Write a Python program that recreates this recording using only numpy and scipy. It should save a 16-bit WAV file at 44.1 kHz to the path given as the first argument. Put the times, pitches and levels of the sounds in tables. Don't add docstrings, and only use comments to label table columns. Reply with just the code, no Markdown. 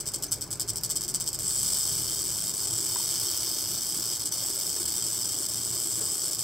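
import sys
import numpy as np
from scipy import signal
from scipy.fft import rfft, irfft
from scipy.io import wavfile
from scipy.ndimage import uniform_filter1d

SR = 44100
rng = np.random.default_rng(int(sys.argv[2]) if len(sys.argv) > 2 else 0)


def unload_wav(signal):
    wavfile.write(
        sys.argv[1],
        SR,
        np.round(np.clip(np.atleast_2d(signal).T, -1, 1) * 32767).astype(np.int16),
    )


def convert_level_to_amplitude(level_db):
    exponent = np.asarray(level_db, float) / 20
    return 10 ** exponent


N = 283563


def evened(x):
    return x / np.sqrt(np.mean(abs(x) ** 2) + 1e-20)


def read(points, hz):
    f, value = np.transpose(points)
    return np.interp(np.log(hz + 1), np.log(f + 1), value)


def noise(level_db, size, same, patch_db):
    hop = size // 4
    frames, hz = N // hop + 5, np.fft.rfftfreq(size, 1 / SR)
    a, b, c, d, patches = rng.standard_normal((frames, len(hz), 5)).T
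    patches = uniform_filter1d(patches, size=5, axis=0)
    patches = evened(uniform_filter1d(patches, size=6, axis=1))
    left, other = a + 1j * b, c + 1j * d
    right = same * left + np.sqrt(1 - same ** 2) * other
    field_db = level_db(hz, np.arange(frames) * hop / SR)
    z = np.array([left, right]) * convert_level_to_amplitude(field_db + patch_db * patches)
    return signal.istft(z, nperseg=size, noverlap=size - hop)[1][:, :N]


def ring(x, hz, width, skirt):
    r = np.exp(-np.pi * width * np.array([1, skirt]) / SR)
    return signal.lfilter([np.prod(1 - r)], np.poly(r * np.exp(2j * np.pi * hz / SR)), x)


def hum():
    # (frequency [Hz], density [dB per Hz])
    hum_shape = [(25, -28), (52, -19), (65, 0.5), (80, -7), (110, 7), (135, -5.5), (167, 0), (200, -5.5),
                 (280, -11), (335, -2.5), (385, -10), (412, -3.5), (450, -20), (620, -60)]
    # (frequency [Hz], level over the idle level [dB])
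    engine_lines = [(45, 5), (135, 7.5)]
    rumble_db, drone_db, swell_db, idle_db = -22.0, -19.0, 1.3, -59
    rumble_share = 0.11
    leave_s, leave_db_per_s, gone_db = 2.1, -9, -21
    t = np.arange(N) / SR
    swell_hz = np.geomspace(1.5, 9.0, 16)
    low_turn, high_turn = rng.random((2, 16))

    def leaving_db(s):
        return np.clip(leave_db_per_s * (s - leave_s), gone_db, 0)

    def swell(s, turn):
        return swell_db * evened(np.sin(2 * np.pi * (np.outer(s, swell_hz) + turn)).sum(1))

    def field_db(hz, s):
        low = rumble_db + rumble_share * leaving_db(s) + swell(s, low_turn)
        high = drone_db + swell(s, high_turn)
        return read(hum_shape, hz)[:, None] + np.where(hz[:, None] < 235, low, high)

    idle = sum(convert_level_to_amplitude(db) * np.sin(2 * np.pi * hz * t) for hz, db in engine_lines)
    drones = noise(field_db, size=4096, same=0.89, patch_db=1.7) / 64
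    return drones + convert_level_to_amplitude(idle_db + leaving_db(t)) * idle


def air():
    # (frequency [Hz], density [dB per Hz])
    air_shape = [(330, -32), (480, 1), (560, 0), (598, 3.5), (635, -.9), (1000, -3.5), (1500, -5.5),
                 (2300, -9.5), (3900, -16), (5200, -6.5), (6300, -12), (8000, -13.5), (10000, -16.5),
                 (16000, -18)]
    wash = noise(lambda hz, s: read(air_shape, hz)[:, None], size=1024, same=0.77, patch_db=2.0)
    return convert_level_to_amplitude(-49.5) * evened(wash)


def stroke_clacks(count=5):
    # (start [s], length [s], level [dB],
    # first clack relative to level [dB], lag of the first straggler [s])
    strokes = [(.0018, .015, -25, 1, 0.026), (0.057, 0.03, -19, -8, 0.061), (0.1372, .023, -19.5, 1, 0.048),
               (.2200, 0.021, -19, 1, 0.046), (0.312, 0.025, -15, -11, 0.031),
               (0.4104, 0.029, -19, -3, 0.05), (0.5063, 0.028, -18, -7, 0.05),
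               (0.597, 0.032, -18.5, 1.5, 0.08), (0.6824, .020, -17, -5, 0.051),
               (.758, 0.024, -20, 2.5, 0.053), (.835, 0.025, -18.5, 4, 0.028),
               (.893, 0.025, -16, -8, 0.039), (.9565, 0.018, -17, -3, 0.026),
               (1.009, 0.039, -18.5, 0, 0.041), (1.08, 0.025, -19, 1, .037),
               (1.141, 0.02, -15.5, -4, 0.019), (1.2, 0.024, -16.5, -5, .041),
               (1.263, .026, -17.5, -5, .040), (1.33, .023, -18.5, 0, 0.03), (1.389, .023, -22.5, 3, 0.027),
               (4.252, .021, -19, -8, .038), (4.315, .020, -24.5, 0, .030), (6.324, .031, -16.5, -4, .044),
               (6.392, .033, -19, 2, .036)]
    jitter, uneven_db, sag_db = .3, 3.7, -2.5
    late_db, later_s, later_db = -9, 0.016, -14.5
    tick_db, tick_span_s = -24, .075
    start, length, level_db, first_db, lag = np.transpose(strokes)[..., None]
    draw = rng.uniform(-1, 1, (len(strokes), count, 4))
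    place = np.linspace(0, 1, count)
    shift = jitter * draw[..., 0] * abs(np.sin(np.pi * place)) ** .5 / count
    after = length * (place + shift)
    db = level_db + np.where(place == 0, first_db, uneven_db * draw[..., 1]) + sag_db * place ** 2
    ticks_db = level_db + tick_db + 2 * uneven_db * draw[..., 3]
    s = start + np.hstack([after, lag, lag + later_s, tick_span_s * abs(draw[..., 2])])
    db = np.hstack([db, level_db + late_db, level_db + later_db, ticks_db])
    return s.ravel(), db.ravel()


def single_clacks(count=3, rebound_s=.002, rebound_db=-8.5):
    s, db = stroke_clacks()
    draw = rng.random((len(s), count, 2))
    waits = -rebound_s * np.log(1 - draw[..., 0])
    later = s[:, None] + .0007 + np.cumsum(waits, axis=1)
    weaker = db[:, None] + rebound_db - 3.1 * draw[..., 1] - 1.6 * np.arange(count)
    s, db = np.append(s, later), np.append(db, weaker) - 1.5
    tip_db, base_db = 0 * s, -2.0 + 0 * s
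    return np.transpose([s, db, tip_db, base_db])


def chirp():
    # (time [s], level [dB], pitch [Hz])
    whistle = [
        (.272, -70, 6000),
        (.285, -39, 6120),
        (.298, -42, 6200),
        (.308, -66, 6230),
    ]
    time, db, hz = np.transpose(whistle)
    t = np.arange(N) / SR
    turns = np.cumsum(np.interp(t, time, hz)) / SR
    return convert_level_to_amplitude(np.interp(t, time, db, -200, -200)) * np.sin(2 * np.pi * turns)


def buzz_clacks(count=7, spread_s=.0015, uneven_db=2.0, lead_db=3.5, step_db=-1.5, trim_db=3.0):
    # (time [s], effort [dB], ring of the tip [dB], turns of the tail [per s])
    buzz_course = [(1.415, -32.5, 0, 133), (1.47, -28.5, 2.5, 122), (1.62, -27, 1.5, 135),
                   (1.88, -28, -1.5, 133), (2.04, -29.5, -1.5, 130), (2.43, -29.5, -1, 108),
                   (2.72, -29, .5, 114.6), (2.981, -28.8, -1, 139), (3.252, -29, -4, 131),
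                   (3.55, -30.5, -4.5, 128), (3.9, -30, -3, 122), (4.201, -30, -3, 114),
                   (4.4, -30.5, -2.5, 124), (4.7, -29, 0, 119), (5.1, -29, -0.5, 116),
                   (5.6, -30, -0.5, 113.4), (6.0, -29, 2, 130), (6.45, -30, -1, 125)]
    # (time [s], depth [dB], length [s])
    lulls = [(2.527, 5, 0.06), (2.693, 1.5, 0.022), (3.669, 11, 0.011), (3.803, 4.5, 0.029),
             (4.183, 7, 0.024), (4.245, 8, 0.034), (4.270, 5, 0.066), (4.302, 19, 0.043), (4.366, 5, 0.017),
             (4.734, 4, 0.012), (4.84, 2, 0.027), (5.475, 13, 0.022), (5.604, 3, 0.02), (6.344, 9, 0.085),
             (6.37, 7.5, .05), (6.411, 7, .08)]
    time, effort, tip, rate = np.transpose(buzz_course)
    t = np.arange(N) / SR
    turns = np.cumsum(np.interp(t, time, rate)) / SR + .3
    at = t[1:][np.diff(np.floor(turns)) > 0][:900]
    draw = rng.random((900, count, 2))[:len(at)]
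    s = at[:, None] + np.cumsum(-spread_s * np.log(1 - draw[..., 0]), axis=1)
    db = step_db * np.arange(count) - uneven_db * np.log(1 - .95 * draw[..., 1])
    db[:, 0] = lead_db + 0.2 * db[:, 0]
    effort_db = np.interp(s, time, effort, left=-150)
    tip_db = np.interp(s, time, tip)
    for centre, depth_db, length in lulls:
        effort_db -= 1.6 * depth_db * np.exp(-((s - centre) / (0.2 * length)) ** 2)
    db = db + trim_db + effort_db
    return np.transpose([s.ravel(), db.ravel(), tip_db.ravel(), 0 * s.ravel()])


def rattle(clacks, colour_db=2.5, skirt=2.95, wander=0.08, scatter=1.29):
    # (frequency [Hz], width [Hz], level [dB], left over right [dB], left lead [rad])
    shell_modes = [(1186, 880, -25, 0, 0.21), (2157, 370, -27, 0, -1.4), (3167, 287, -18.5, -11.5, -0.5),
                   (3657, 180, -18, 2, 0.56), (4537, 217, -11.5, -4, -0.14), (5047, 222, -6.5, -4.5, -0.11),
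                   (5490, 220, -8.5, 2, 0.58), (5930, 227, -9, 5, -0.29), (6450, 260, -13.5, -8.5, -.3),
                   (7100, 52, -8, .2, 0.78), (7250, 80, -9.5, 14.5, -1.8), (7697, 230, -5.5, -3, 0.26),
                   (8008, 447, 0.5, 1.5, 0.43), (8770, 430, -10.5, 2, -0.82), (9400, 266, -11, -1, -0.21),
                   (10100, 270, -16, 3, 1.2), (11010, 470, -17, 4, 0.23), (12880, 1960, -16.5, 1.5, 0.42),
                   (14200, 890, -18.5, -2.5, -0.15), (15500, 300, -20, -3, .2)]
    hz, width, mode_db, pan_db, lead = np.transpose(shell_modes)
    at = (clacks[:, 0] * SR).astype(int)
    db, tip_db, base_db = clacks[:, 1:].T
    draw = rng.standard_normal((len(at), len(hz), 4))
    tip, base = (hz > 6700) & (hz < 9900), hz < 4000
    share_db = mode_db + tip * tip_db[:, None] + base * base_db[:, None]
    share = convert_level_to_amplitude(share_db + colour_db * draw[..., 0])
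    share *= (convert_level_to_amplitude(db) / np.sqrt(share ** 2 @ width))[:, None]
    ears, out = np.array([[.5], [-.5]]), 0
    for k in range(len(hz)):
        place = 1j * lead[k] + wander * (draw[:, k, 2] + 1j * draw[:, k, 3])
        hits = share[:, k] * np.exp(1j * scatter * draw[:, k, 1])
        drive = np.zeros((2, N + SR // 10), complex)
        drive[:, at] = hits * convert_level_to_amplitude(ears * pan_db[k]) * np.exp(ears * place)
        out = out + ring(drive[:, :N], hz[k], width[k], skirt).real
    return convert_level_to_amplitude(63.0) * out


def corner(x):
    # (frequency [Hz], time to fall 60 dB [s])
    decay_times = [
        (1000, 0.032),
        (5000, 0.2),
        (8000, 0.11),
        (15000, 0.072),
    ]
    out = 0
    for k in range(3):
        taps = np.zeros((2, 8820))
        at = np.arange(60, 8800, 20) + rng.integers(0, 20, (2, 437))
        np.put_along_axis(taps, at, rng.choice([-1., 1.], at.shape), 1)
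        taps[1] = .8 * taps[0] + .6 * taps[1]
        hz, t, z = signal.stft(taps, SR, nperseg=128)
        fading = convert_level_to_amplitude(-60 * t / read(decay_times, hz)[:, None])
        tail = signal.istft(z * fading, SR, nperseg=128)[1]
        tail = tail / np.linalg.norm(tail[0])
        share = np.sqrt(2 / 3) * np.cos(np.pi * (7 * np.arange(N) / SR + k / 3))
        out = out + signal.oaconvolve(share * x, tail, axes=1)[:, :N]
    return out


def knocks():
    # (time [s], peak [dB], ring [Hz], time to fall 60 dB [s])
    knock_list = [(2.959, -25.5, 975.6, 0.032), (2.954, -38, 360, 0.076), (2.998, -33.5, 949, 0.04),
                  (4.42, -39, 560.2, 0.078), (4.445, -39, 785, 0.059), (4.5, -36.5, 349, 0.077),
                  (4.57, -41, 579.5, 0.092), (4.763, -36, 421.6, 0.071), (4.805, -37, 352, 0.08),
                  (4.985, -38, 400.6, 0.099), (5.855, -39, 332.6, 0.13), (5.975, -39, 321, 0.21),
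                  (6.0, -40.5, 568.4, 0.077), (6.01, -37, 446, 0.081)]
    t, out = np.arange(N) / SR, np.zeros(N)
    edge = evened(ring(rng.standard_normal(N), 910, 1400, 4.5).real)
    for s, peak_db, ring_hz, t60 in knock_list:
        u = np.maximum(t - s, 0)
        onset = 1 - np.exp(-u / 0.0011)
        out += convert_level_to_amplitude(peak_db - 60 * u / t60) * onset * (np.sin(2 * np.pi * ring_hz * u) + 0.31 * edge)
    return out


def scene():
    snake = rattle(np.vstack([single_clacks(), buzz_clacks()]))
    return hum() + air() + snake + convert_level_to_amplitude(-8.0) * corner(snake) + chirp() + knocks()


def top_cut(x):
    return signal.sosfilt(signal.butter(12, 16520, fs=SR, output="sos"), x)


def record(dry):
    # (frequency [Hz], width [Hz], depth [0-1])
    notches = [
        (1880, 170, 0.72),
        (2710, 290, 0.35),
        (4890, 33, 1),
        (7920, 20, 0.65),
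        (8400, 68, 0.44),
    ]
    x = dry
    for hz, width, depth in notches:
        x = x - depth * signal.lfilter(*signal.iirpeak(hz, hz / width, SR), x)
    mid, side = (x[0] + x[1]) / 2, (x[0] - x[1]) / 2
    side_db = [(900, -1.0), (1700, -10.0), (4150, -14.5), (4350, 0.0)]  # (frequency [Hz], gain [dB])
    side = irfft(rfft(side) * convert_level_to_amplitude(read(side_db, np.fft.rfftfreq(N, 1 / SR))), N)
    band_limit = signal.firwin(511, 15800, window=("kaiser", 9), fs=SR)
    x = signal.oaconvolve(np.array([mid + side, mid - side]), band_limit[None], "same")
    return top_cut(x)


dry = scene()
out = record(dry)
unload_wav(out)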